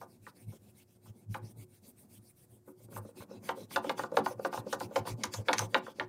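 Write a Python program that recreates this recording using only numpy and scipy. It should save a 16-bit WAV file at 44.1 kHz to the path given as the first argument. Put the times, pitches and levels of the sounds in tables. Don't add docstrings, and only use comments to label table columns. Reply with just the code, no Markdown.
import sys
import numpy as np
from scipy import signal
from scipy.fft import rfft, irfft, next_fast_len
from scipy.io import wavfile
from scipy.ndimage import uniform_filter1d

SR = 44100
rng = np.random.default_rng(int(sys.argv[2]) if len(sys.argv) > 2 else 0)


def log_audio(samples):
    frames = np.atleast_2d(samples).T
    limited = np.clip(frames, -1, 1)
    pcm = np.round(limited * 32767).astype(np.int16)
    wavfile.write(sys.argv[1], SR, pcm)


def gain_from_db(level_db):
    decades = np.asarray(level_db, float) / 20
    return 10 ** decades


N = 268304
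TIME = np.arange(N) / SR
DECAY = np.log(1000)


def coloured(x, points):
    hz, db = np.transpose(points)
    size = next_fast_len(len(x))
    f = np.arange(size // 2 + 1) * SR / size + 1
    gain = gain_from_db(np.interp(np.log(f), np.log(hz), db, -90, -90))
    y = irfft(rfft(x, size) * gain, size)[:len(x)]
    return y / np.std(y)


def walk(rate_hz):
    k = int(SR / rate_hz)
    held = np.repeat(rng.standard_normal(N // 40), k)[:N]
    return 1.3 * uniform_filter1d(uniform_filter1d(held, k), k)


def grit(scatter_db):
    return rng.standard_normal(N) * gain_from_db(scatter_db * rng.exponential(size=N))


def patchy(x, lo_hz, hi_hz, flicker_db, rate_hz):
    size = next_fast_len(N)
    f = np.arange(size // 2 + 1) * SR / size + 1
    place = 11 * np.log(f / lo_hz) / np.log(hi_hz / lo_hz)
    spectrum = rfft(x, size)
    out = 0
    for k in range(12):
        band = irfft(spectrum * np.clip(1 - abs(place - k), 0, 1), size)[:N]
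        out = out + gain_from_db(flicker_db * walk(rate_hz)) * band
    return out


# f/Hz, level/(dB/Hz)
AIR_SPECTRUM = [(20, -11), (50, -14), (100, 9.5), (300, -3), (500, -12), (900, -20), (1500, -22),
                (3000, -31.5), (8000, -24.5), (16000, -25.5)]
# f/Hz, level/dB
FAN_PARTIALS = [(360.5, -76), (721, -93)]


def room():
    air = gain_from_db(-68.5 + 2 * walk(10)) * coloured(rng.standard_normal(N), AIR_SPECTRUM)
    whine = sum(gain_from_db(db + 4 + 1.5 * walk(6)) * np.sin(2 * np.pi * hz * TIME) for hz, db in FAN_PARTIALS)
    return air + whine


# t/s, length/s, early hiss/dB, late hiss/dB
PUSH_STROKES = [(0.0, 0.051, -63.5, -68), (0.219, 0.083, -72, -59.5), (0.475, 0.1, -68.5, -64),
                (0.745, 0.089, -71.5, -64), (1.019, 0.087, -72.5, -63.5), (1.293, 0.087, -70, -56),
                (1.562, 0.079, -69.5, -57), (1.828, 0.087, -63.5, -61.5), (2.098, 0.087, -62.5, -62.5),
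                (2.365, 0.09, -67, -67), (2.656, 0.067, -69, -65), (2.907, 0.082, -57.5, -49),
                (3.166, 0.073, -57, -57.5), (3.431, 0.091, -57.5, -55), (3.706, 0.085, -52, -57.5),
                (3.978, 0.096, -47, -68), (4.247, 0.088, -51, -60.5), (4.525, 0.083, -51, -59.5),
                (4.795, 0.069, -55.5, -56.5), (5.065, 0.078, -47, -64.5), (5.329, 0.1, -47, -71.5),
                (5.573, 0.092, -48.5, -59), (5.829, 0.099, -66.5, -72.5)]
# t/s, early hiss/dB, late hiss/dB
PULL_STROKES = [(0.075, -75.5, -71), (0.354, -68.5, -70.5), (0.616, -71.5, -70.5), (0.876, -74, -73.5),
                (1.152, -74, -73), (1.425, -66.5, -64), (1.693, -67, -68), (1.965, -63.5, -69),
                (2.218, -73.5, -63.5), (2.496, -70, -73), (2.761, -78, -60.5), (3.017, -68.5, -66),
                (3.289, -70.5, -70), (3.558, -62, -62.5), (3.83, -62, -57.5), (4.097, -81.5, -48.5),
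                (4.379, -77.5, -49.5), (4.653, -77, -48.5), (4.896, -80, -48), (5.177, -71, -60.5),
                (5.459, -59.5, -65), (5.69, -75, -58.5), (5.951, -75, -71)]
PULL_S = 0.098


def sweeps():
    rise_s, fall_s, arch_db, linger_db = 0.021, 0.016, 3.0, -27.0
    moving, speed = np.zeros(N), np.zeros(N)
    pulls = [(s, PULL_S, early, late) for s, early, late in PULL_STROKES]
    for start, length, early_db, late_db in PUSH_STROKES + pulls:
        near = slice(max(int((start - 0.1) * SR), 0), int((start + length + 0.1) * SR))
        since = TIME[near] - start
        gate = 1 / (1 + np.exp(-4 * since / rise_s)) / (1 + np.exp(4 * (since - length) / fall_s))
        gate += gain_from_db(linger_db) * np.exp(-((since - length / 2) / (0.75 * length)) ** 4)
        part = np.clip(since / length, 0, 1)
        arch = arch_db * (np.sin(np.pi * part) - 2.5)
        moving[near] += gate
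        speed[near] += gate * gain_from_db(early_db + (late_db - early_db) * part + arch)
    return moving, speed


# t/s, pressure/dB, surface coarseness/dB
HAND_PATH = [(0, -13, -10), (.6, -15, -7), (1.2, -16, -9), (1.42, -3.5, -6.5), (1.75, -17, -11),
             (2.5, -19, -13), (2.8, -11, -13), (3.0, -6, -12), (3.2, -5, -4.5), (3.7, -1, -5.5),
             (3.9, -4.5, -2.5), (4.501, -0.5, -5.5), (5.0, 0, -2.5), (5.5, -2.5, -1), (6.08, -8, 1.5)]


def hand():
    s, *columns = np.transpose(HAND_PATH)
    return [np.interp(TIME, s, c) for c in columns]


PUSH_TOOTH = [0.1, 0.1, 0.1, 0.1, 0.1, 0.1, 0.1, 0.1, 0.1, 0.1, -6, -3, -4, 0.1, 0.1, 0.1, 0.1, 0.1, 0.1,
              0.1, 0.1, 0.1, 0.1]
PULL_TOOTH = [0.1, 0.1, 0.1, 0.1, 0.1, -2, 0.1, -2, 0.1, 0.1, 0.1, 0.1, 3, 0.1, 0.1, 0.1, 0.1, 0.1, 0.1,
              0.1, 0.1, 0.1, 0.1]


def tooth():
    middles = np.array([row[0] + 0.045 for row in PUSH_STROKES + PULL_STROKES])
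    order = np.argsort(middles)
    return np.interp(TIME, middles[order], np.array(PUSH_TOOTH + PULL_TOOTH)[order])


# f/Hz, width/Hz, level against scratch/dB
SHEET_MODES = [(2220, 200, -13), (2600, 200, -14), (3400, 240, -14), (3950, 240, -13), (4650, 280, -12),
               (5300, 280, -12), (6200, 320, -10), (7100, 320, -13)]
# t/s, index into SHEET_MODES
SQUEAK_TIMES = [(1.35, 3), (.40, 0), (.49, 0), (.79, 0), (1.2, 0), (1.61, 0), (2.95, 6), (3.18, 1),
                (3.32, 5), (3.32, 1), (3.385, 1), (3.35, 3), (3.62, 3), (3.98, 2), (3.995, 4), (4.25, 4),
                (4.28, 6), (4.41, 4), (5.2, 4), (5.73, 4), (5.87, 4), (5.87, 2), (5.92, 2), (6.03, 4),
                (3.645, 3), (3.37, 3), (5.59, 6), (5.63, 6), (5.34, 4)]


def sheet(rub):
    squeak_db, squeak_s = 1.5, 0.026
    out, t = 0, np.arange(0, N / SR + 0.002, 0.002)
    for k, (hz, width_hz, db) in enumerate(SHEET_MODES):
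        flare = np.zeros(len(t))
        for s, which in SQUEAK_TIMES:
            if which == k:
                flare += gain_from_db(squeak_db) * np.exp(-((t - s) / squeak_s) ** 2)
        peak = signal.iirpeak(hz, hz / (1.7 * width_hz), fs=SR)
        rung = signal.lfilter(*peak, signal.lfilter(*peak, rub))
        gain = gain_from_db(db + 3.9 * walk(24)) + np.interp(TIME, t, flare)
        out = out + gain * rung / np.std(rung)
    return out


# f/Hz, level/(dB/Hz)
HISS_SPECTRUM = [(5000, -30), (7800, -9), (8100, 0), (9300, 1), (11800, -5), (12300, -2), (15500, -3),
                 (16000, -12)]
# f/Hz, level/(dB/Hz)
SCRATCH_SPECTRUM = [(700, -18), (1500, -2), (2300, 1), (3500, 0), (4700, 1), (6300, -1), (7800, -3),
                    (8300, -25)]


def strokes(speed):
    hiss = gain_from_db(2.2 * walk(50)) * patchy(coloured(grit(1.5), HISS_SPECTRUM), 5000, 16000, 2.6, 40)
    rub = coloured(grit(1.8), SCRATCH_SPECTRUM)
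    scratch = gain_from_db(1.4 * walk(45)) * patchy(rub, 1000, 8400, 4.4, 34)
    coarse = gain_from_db(hand()[1] + tooth())
    return speed * (gain_from_db(3) * hiss + coarse * (gain_from_db(7) * scratch + sheet(rub)))


def ring(modes, t, scatter_db, detune):
    hz, db, t60 = np.transpose(modes)[:, :, None]
    chance = rng.standard_normal((2, len(modes), 1))
    swell = np.clip(t * hz / 0.56, 0, 1) ** 2 * np.exp(-DECAY * t / t60)
    side = (-1.) ** np.arange(len(modes))[:, None]
    tones = np.sin(2 * np.pi * hz * (1 + detune * chance[1]) * t)
    return (side * gain_from_db(db + scatter_db * chance[0]) * swell * tones).sum(0)


def driven(modes, t, push, spread_ms=0, at_hz=1000, less=0):
    ragged_db, lag_law = 2.6, 2.5
    out = 0
    for (hz, db, t60), chance in zip(modes, rng.standard_normal((len(modes), 3))):
        lag_s = spread_ms / 1000 * max((at_hz / hz) ** lag_law - less, 0)
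        power = np.interp(t - lag_s, t, push, 0) ** 2
        fill = signal.lfilter([1], [1, -np.exp(-2 * DECAY / (t60 * SR))], power)
        tone = np.sin(2 * np.pi * (hz * (1 + 0.012 * chance[1]) * t + chance[2]))
        out = out + gain_from_db(db + 1.5 * chance[0]) * np.sqrt(fill) * tone
    steps = np.repeat(rng.standard_normal(len(t) // 110 + 1), 110)[:len(t)]
    return out * gain_from_db(ragged_db * uniform_filter1d(steps, size=70))


# t/s, peak/dB, thud against peak/dB, contact/ms, brightness/(dB/octave)
ROUND_KNOCKS = [(0.014, -40.5, -9, 4.2, -8), (0.52, -59.5, 0, 5.6, -7), (1.058, -56, -8.5, 5.7, -3),
                (2.963, -35, -18, 3.9, 2), (3.203, -47, -9, 4.8, 2), (3.221, -50.5, 4, 1.9, 0.1),
                (3.485, -42, -22, 2.6, 0.1), (3.843, -36.5, -8, 3.7, -3), (3.977, -40, -8, 4.7, -4),
                (3.993, -26.5, -5.5, 2.9, 8.5), (4.036, -30, -5.5, 3, 3), (4.262, -20.5, -28, 2.1, 0),
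                (4.528, -32.5, -14, 3.23, -3), (4.537, -30, -6.5, 2.67, -2), (4.575, -30.5, -7.5, 2.7, -1),
                (4.806, -30, -4.5, 5.2, -3), (5.053, -41.5, -1.5, 5.5, -5), (5.071, -30, -10.5, 4.8, -4),
                (5.604, -37.5, -6, 3.7, 6), (5.618, -33, -1.5, 5.2, -11), (5.865, -38, -14, 2.2, 9),
                (5.879, -43, -6, 3, 3), (5.636, -40, -5.5, 3.9, -9), (5.545, -42, -7, 2.6, 6),
                (5.512, -33.5, -8, 4, -2), (5.481, -37, -8, 2.2, 2), (4.188, -28.5, -2.5, 4, -9),
                (0.03, -45.5, -2, 3.6, -11), (2.685, -54.5, 0, 3.7, -5), (2.975, -43, 0.5, 6, -4),
                (2.925, -52, -10, 6, 5), (1.356, -42, -8, 5, 0.1)]
# t/s, thud/dB, weight of lowest table modes/dB
DULL_BUMPS = [(0.53, -49.5, 2), (0.051, -56.5, 20), (1.549, -63, 23), (1.574, -74, 22), (1.621, -59, 27),
              (2.19, -59.5, 20), (2.885, -51, 8), (2.921, -49.5, -3), (3.089, -47.5, -4), (3.169, -50, 20),
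              (3.336, -46, 11), (3.436, -72, -3), (5.078, -47, 17), (5.384, -39.5, -19.5), (5.457, -62, 5),
              (5.733, -44, -26), (1.599, -57, 21), (2.036, -60, 27), (2.221, -70, 21), (2.677, -44.5, 10),
              (2.798, -59, -10), (3.05, -44, 4), (3.311, -42, 1), (3.574, -41, -21), (3.844, -32, -1),
              (3.865, -34.5, 7), (4.118, -30.5, -8), (4.142, -32.5, -10), (4.307, -34.5, -12),
              (4.394, -31, -36), (4.666, -33, -6), (4.911, -39, -20), (5.249, -38.5, 36), (5.468, -47, -12),
              (5.722, -51, -10), (5.879, -42.5, -10), (5.986, -43, -24)]
# thud/dB, tick/dB, paper snap/dB
RIDGE_RAPS = [(0.267, -43, -12.5, -10.5, -45), (1.344, -33, -14, -14, -27), (3.491, -25.5, -6, -14.5, -29),
              (3.709, -45, -19, -13.5, -21), (3.761, -23, -9.5, -10, -22), (3.895, -24.5, -5.5, -11.5, -22),
              (4.17, -16, -2, -18.5, -28), (4.449, -25.5, -2, -18.5, -28),
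              (4.728, -27.5, -1.5, -17.5, -12.5), (4.959, -22.5, -2, -16.5, -18.5),
              (5.236, -29, -12.5, -9.5, -4), (5.338, -37, -7.5, -12.5, 0), (5.485, -19, -3.5, -10.5, -54),
              (5.531, -25, -8, -5, -8.5), (5.583, -38.5, -32, 0.5, 7), (5.592, -28.5, -13, -14, -5.5),
              (5.745, -18, -6.5, -8, -38), (5.998, -29.5, -3.5, -3.5, -59)]
# brightness/(dB/octave), lag of a 1 kHz mode/ms, contact/ms
RAP_LANDINGS = [(8, 1.5, 3.6), (1.5, 1.8, 4.6), (-2.5, 1.9, 4), (2, 1.1, 4.5), (-0.5, 2.5, 3.6),
                (-8, 2, 3.4), (-2, 0.49, 3.8), (3, 0.68, 4.5), (4, 0.51, 4), (-5, 1, 5.4), (9, 2.7, 4.4),
                (4, 3.7, 5.3), (1.5, 4.6, 4.6), (6, 0.6, 4.2), (3, 1.3, 2.7), (8, 1, 2.1), (4.5, 5.7, 3.5),
                (0.1, 5.9, 3.7)]
LOW_DB = -5.1


def blows():
    spread_ms, bump_knock_db = 0.68, -12.5
    out = []
    for (s, db, thud, tick, snap), (bright, lag_ms, ms) in zip(RIDGE_RAPS, RAP_LANDINGS):
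        out.append((s, db, thud, LOW_DB, tick, snap, ms, bright, lag_ms))
    for s, db, thud, ms, bright in ROUND_KNOCKS:
        out.append((s, db, thud, LOW_DB, -23.5, -27, ms, bright, spread_ms))
    for s, thud_db, low in DULL_BUMPS:
        tick, snap = -44 - bump_knock_db, -34.5 - bump_knock_db
        out.append((s, thud_db + bump_knock_db, -bump_knock_db, low, tick, snap, 3.2, 0, spread_ms))
    return out


# f/Hz, level/dB, t60/s
TABLE_THUD = [(182, -13.5, 0.023), (217.3, -8.5, 0.1), (288.8, -5.5, 0.11), (364.8, -7, 0.27),
              (436.6, -15, 0.14), (489.4, 1, 0.043), (534, 5.5, 0.032), (614.6, -8, 0.05)]
# f/Hz, level/dB, t60/s
TABLE_KNOCK = [(698, -8, 0.045), (790, -5.5, 0.043), (870.8, 2.5, 0.025), (960, -4, 0.031),
               (1040, -0.5, 0.025), (1178.5, -4.5, 0.028), (1308, -9, 0.024), (1444, -5, 0.021),
               (1561, -10, 0.018), (1862, -12.5, 0.015)]
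# f/Hz, level/dB, t60/s
TABLE_TICK = [(1646, -3.5, 0.0071), (1794, -1.5, 0.003), (2057, -3, 0.0045), (2216, -1, 0.0045),
              (2703, -6.5, 0.0047), (2944, -10.5, 0.0078), (3310, -12.5, 0.0061), (3710, -4.5, 0.0034),
              (4800, -15, 0.0023)]
# f/Hz, level/(dB/Hz)
SNAP_SPECTRUM = [(3000, 18), (4600, 26.8), (6200, 31.2), (8000, 18.2), (11000, 14.3), (15500, 1)]


def knocks():
    thud_gain_db, knock_gain_db, tick_gain_db, echo_db, echo_t60_s = 2.5, 1.0, 10.0, -11.5, 0.17
    thud_late_ms, knock_late_ms, low_lag_ms = 2.34, 2.48, 5
    out, t = np.zeros(N + SR), np.arange(int(0.16 * SR)) / SR
    after = np.arange(int(0.25 * SR)) / SR
    fade = np.exp(-DECAY * after / echo_t60_s) * np.clip(after / 0.0038, 0, 1)

    def late(ms):
        return 1 - np.exp(-(t * 1000 / ms) ** 2.2)

    for s, peak_db, thud, low, tick, snap, contact_ms, bright, lag_ms in blows():
        x = t * 1000 / max(contact_ms, 0.5)

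        def push(haste):
            return np.exp(-(0.5 * x * haste) ** 2) + 0.27 * np.exp(-0.25 * x)

        tilt = np.interp(s, *np.transpose(HAND_PATH)[:2])
        thud_modes = [(hz, db + low * (hz < 400), t60) for hz, db, t60 in TABLE_THUD]
        knock_modes = [(hz, db + tilt * abs(np.log2(hz / 1300)) + bright * np.log2(hz / 1000), t60)
                       for hz, db, t60 in TABLE_KNOCK]
        tick_modes = [(hz, db + tilt * abs(np.log2(hz / 1300)), t60) for hz, db, t60 in TABLE_TICK]

        rattle = rng.standard_normal(len(t)) * (rng.random(len(t)) < 0.3)
        rattle *= push(1.5) * late(2.2) * 0.22
        rattle[70] += 1.4
        low_lag = low_lag_ms if low == LOW_DB else 0
        thud_part = driven(thud_modes, t, push(0.93) * late(thud_late_ms), low_lag, 480, 1)
        knock_part = driven(knock_modes, t, push(0.96) * late(knock_late_ms), max(lag_ms, 0))
        tick_part = signal.fftconvolve(rattle, ring(tick_modes, t, 1.5, 0.03))[:len(t)]
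        hit = 0
        for part, db in ((thud_part, thud + thud_gain_db), (knock_part, knock_gain_db),
                         (tick_part, tick + tick_gain_db)):
            loudest = np.sqrt(uniform_filter1d(part ** 2, size=260).max())
            hit = hit + gain_from_db(db) * part / (2 * loudest)
        crumple = (1 - np.exp(-(3 * x) ** 2)) * (np.exp(-(0.5 * x) ** 2) + 0.27 * np.exp(-0.3 * x))
        paper = gain_from_db(snap) * coloured(rng.standard_normal(len(t)), SNAP_SPECTRUM) * crumple
        hit = gain_from_db(peak_db) * (hit + paper)

        bright_noise, dull_noise = rng.standard_normal((2, len(after)))
        tail = signal.lfilter([0.16], [1, -0.84], dull_noise) * fade + 0.49 * bright_noise * fade ** 1.4
        echo = gain_from_db(echo_db) * signal.fftconvolve(hit, tail / np.linalg.norm(tail))
        i = max(int(s * SR) - 90, 0)
        out[i:i + len(t)] += hit
        out[i:i + len(echo)] += echo
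    return signal.sosfilt(signal.butter(2, 130, "high", fs=SR, output="sos"), out[:N])


def skipping():
    chatter_db, chatter_s = -26, 0.034
    kicks = np.zeros(N)
    for s, peak_db, *_ in blows():
        kicks[int(s * SR)] += gain_from_db(peak_db + chatter_db)
    return signal.lfilter([1], [1, -np.exp(-1 / (chatter_s * SR))], kicks)


# t/s, level/dB, f/Hz, time to rise or fall 30 dB/ms
TABLE_SHOVES = [(0.23, -58, 107, 60), (0.489, -42.5, 107.3, 71), (1.082, -61, 106, 121),
                (1.109, -48, 106.7, 22), (1.312, -38, 107.3, 65), (1.439, -42.5, 109.5, 80),
                (1.587, -54, 111, 99), (1.616, -54, 102.8, 122), (2.197, -48.5, 106, 34),
                (2.529, -55, 116, 24), (2.858, -54, 110.4, 85), (2.994, -44.5, 103.3, 112),
                (3.212, -48.5, 102.7, 28), (3.393, -56, 102.8, 54), (3.649, -52, 108.3, 50),
                (3.792, -54.5, 113.3, 51), (4.041, -57.5, 117.1, 80), (4.206, -50.5, 111.6, 38),
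                (4.301, -53, 113.2, 27), (4.372, -49.5, 116.3, 57), (4.602, -42.5, 114.8, 41),
                (4.773, -61, 113.4, 67), (4.861, -49, 109.3, 41), (5.012, -39.5, 109.3, 51),
                (5.137, -37.5, 104.4, 71), (5.165, -62, 116.3, 111), (5.288, -49, 103.5, 23),
                (5.401, -36, 109.1, 57), (5.638, -37.5, 107, 92), (6.045, -53.5, 108, 63)]


def rocking():
    idle_db, roundness = -75, 1.35
    t = np.arange(0, N / SR + 0.002, 0.002)
    s, db, pitch_hz, spread_ms = np.transpose(TABLE_SHOVES)[:, :, None]
    away = abs((t - s) / (np.maximum(spread_ms, 30) / 1000))
    swell = gain_from_db(db - 30 * away ** roundness).sum(0) + gain_from_db(idle_db)
    return np.interp(TIME, s[:, 0], pitch_hz[:, 0]), np.interp(TIME, t, swell)


# f/Hz, level/(dB/Hz)
RUMBLE_SPECTRUM = [(90, -10), (140, -8.5), (220, 0), (300, -9), (450, -11), (900, -22), (1500, -45)]


def shudder(moving):
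    drag_db, drag_slope = -55.5, 0.91
    body_db, body_slope, body_tilt_db = -60.5, 1.95, -1.5
    hz, strength = rocking()
    press_db = hand()[0]
    motion = gain_from_db(-5.5) + moving
    rock = np.sqrt(2) * np.sin(2 * np.pi * np.cumsum(hz * (1 + 0.017 * walk(24.4))) / SR)
    sway = coloured(rng.standard_normal(N),
                    [(15, -28), (40, -8), (70, -21), (140, -2), (200, -8), (260, -17.5)])
    rocked = strength * (rock * gain_from_db(1.3 * walk(35)) + gain_from_db(-9) * sway)
    drag = gain_from_db(3.2 * walk(30)) * coloured(grit(1.2), RUMBLE_SPECTRUM)
    dragged = motion * gain_from_db(drag_db + drag_slope * press_db) * drag
    modes = [(f, db + body_tilt_db * np.log2(f / 700), t60)
             for f, db, t60 in TABLE_THUD[2:] + TABLE_KNOCK + TABLE_TICK[:5]]
    t = np.arange(int(0.1 * SR)) / SR
    body = signal.fftconvolve(grit(2) * gain_from_db(4.5 * walk(55)), ring(modes, t, 0.1, 0.001))[:N]
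    body_gain = motion * gain_from_db(body_db + body_slope * press_db) + skipping()
    return rocked + dragged + body_gain * body / np.std(body)


# t/s, peak/dB, length/ms
SHEET_CRACKS = [
    (5.2385, -30.5, 2.2),
    (5.252, -42, 5.1),
    (5.331, -56, 3.71),
    (5.346, -39, 2.2),
    (5.534, -37.5, 5.5),
    (5.5917, -25.5, 2.2),
    (3.763, -45, 2.8),
    (1.346, -59, 2.4),
    (4.731, -39, 2.86),
    (4.8, -41, 2.7),
]
# f/Hz, level/(dB/Hz)
CRACK_SPECTRUM = [(1500, -14), (3000, -8), (4600, -5), (6200, 0.5), (8000, -6), (11000, -8), (15500, -18)]


def cracks():
    out, t = np.zeros(N), np.arange(int(0.04 * SR)) / SR
    for s, peak_db, ms in SHEET_CRACKS:
        x = t * 1000 / max(ms, 0.5)
        burst = coloured(rng.standard_normal(len(t)), CRACK_SPECTRUM)
        i = int(s * SR)
        out[i:i + len(t)] += gain_from_db(peak_db) * burst * np.clip(4 * x, 0, 1) * np.exp(-x ** 2)
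    return out


def scene():
    moving, speed = sweeps()
    return (room() + strokes(speed) + knocks() + shudder(moving) + cracks())[None]


def band_limit(x):
    return signal.sosfilt(signal.butter(12, 15700, fs=SR, output="sos"), x)


def record(dry):
    mix = signal.sosfilt(signal.butter(6, 16000, fs=SR, output="sos"), dry)
    return band_limit(mix)


dry = scene()
out = record(dry)
log_audio(out)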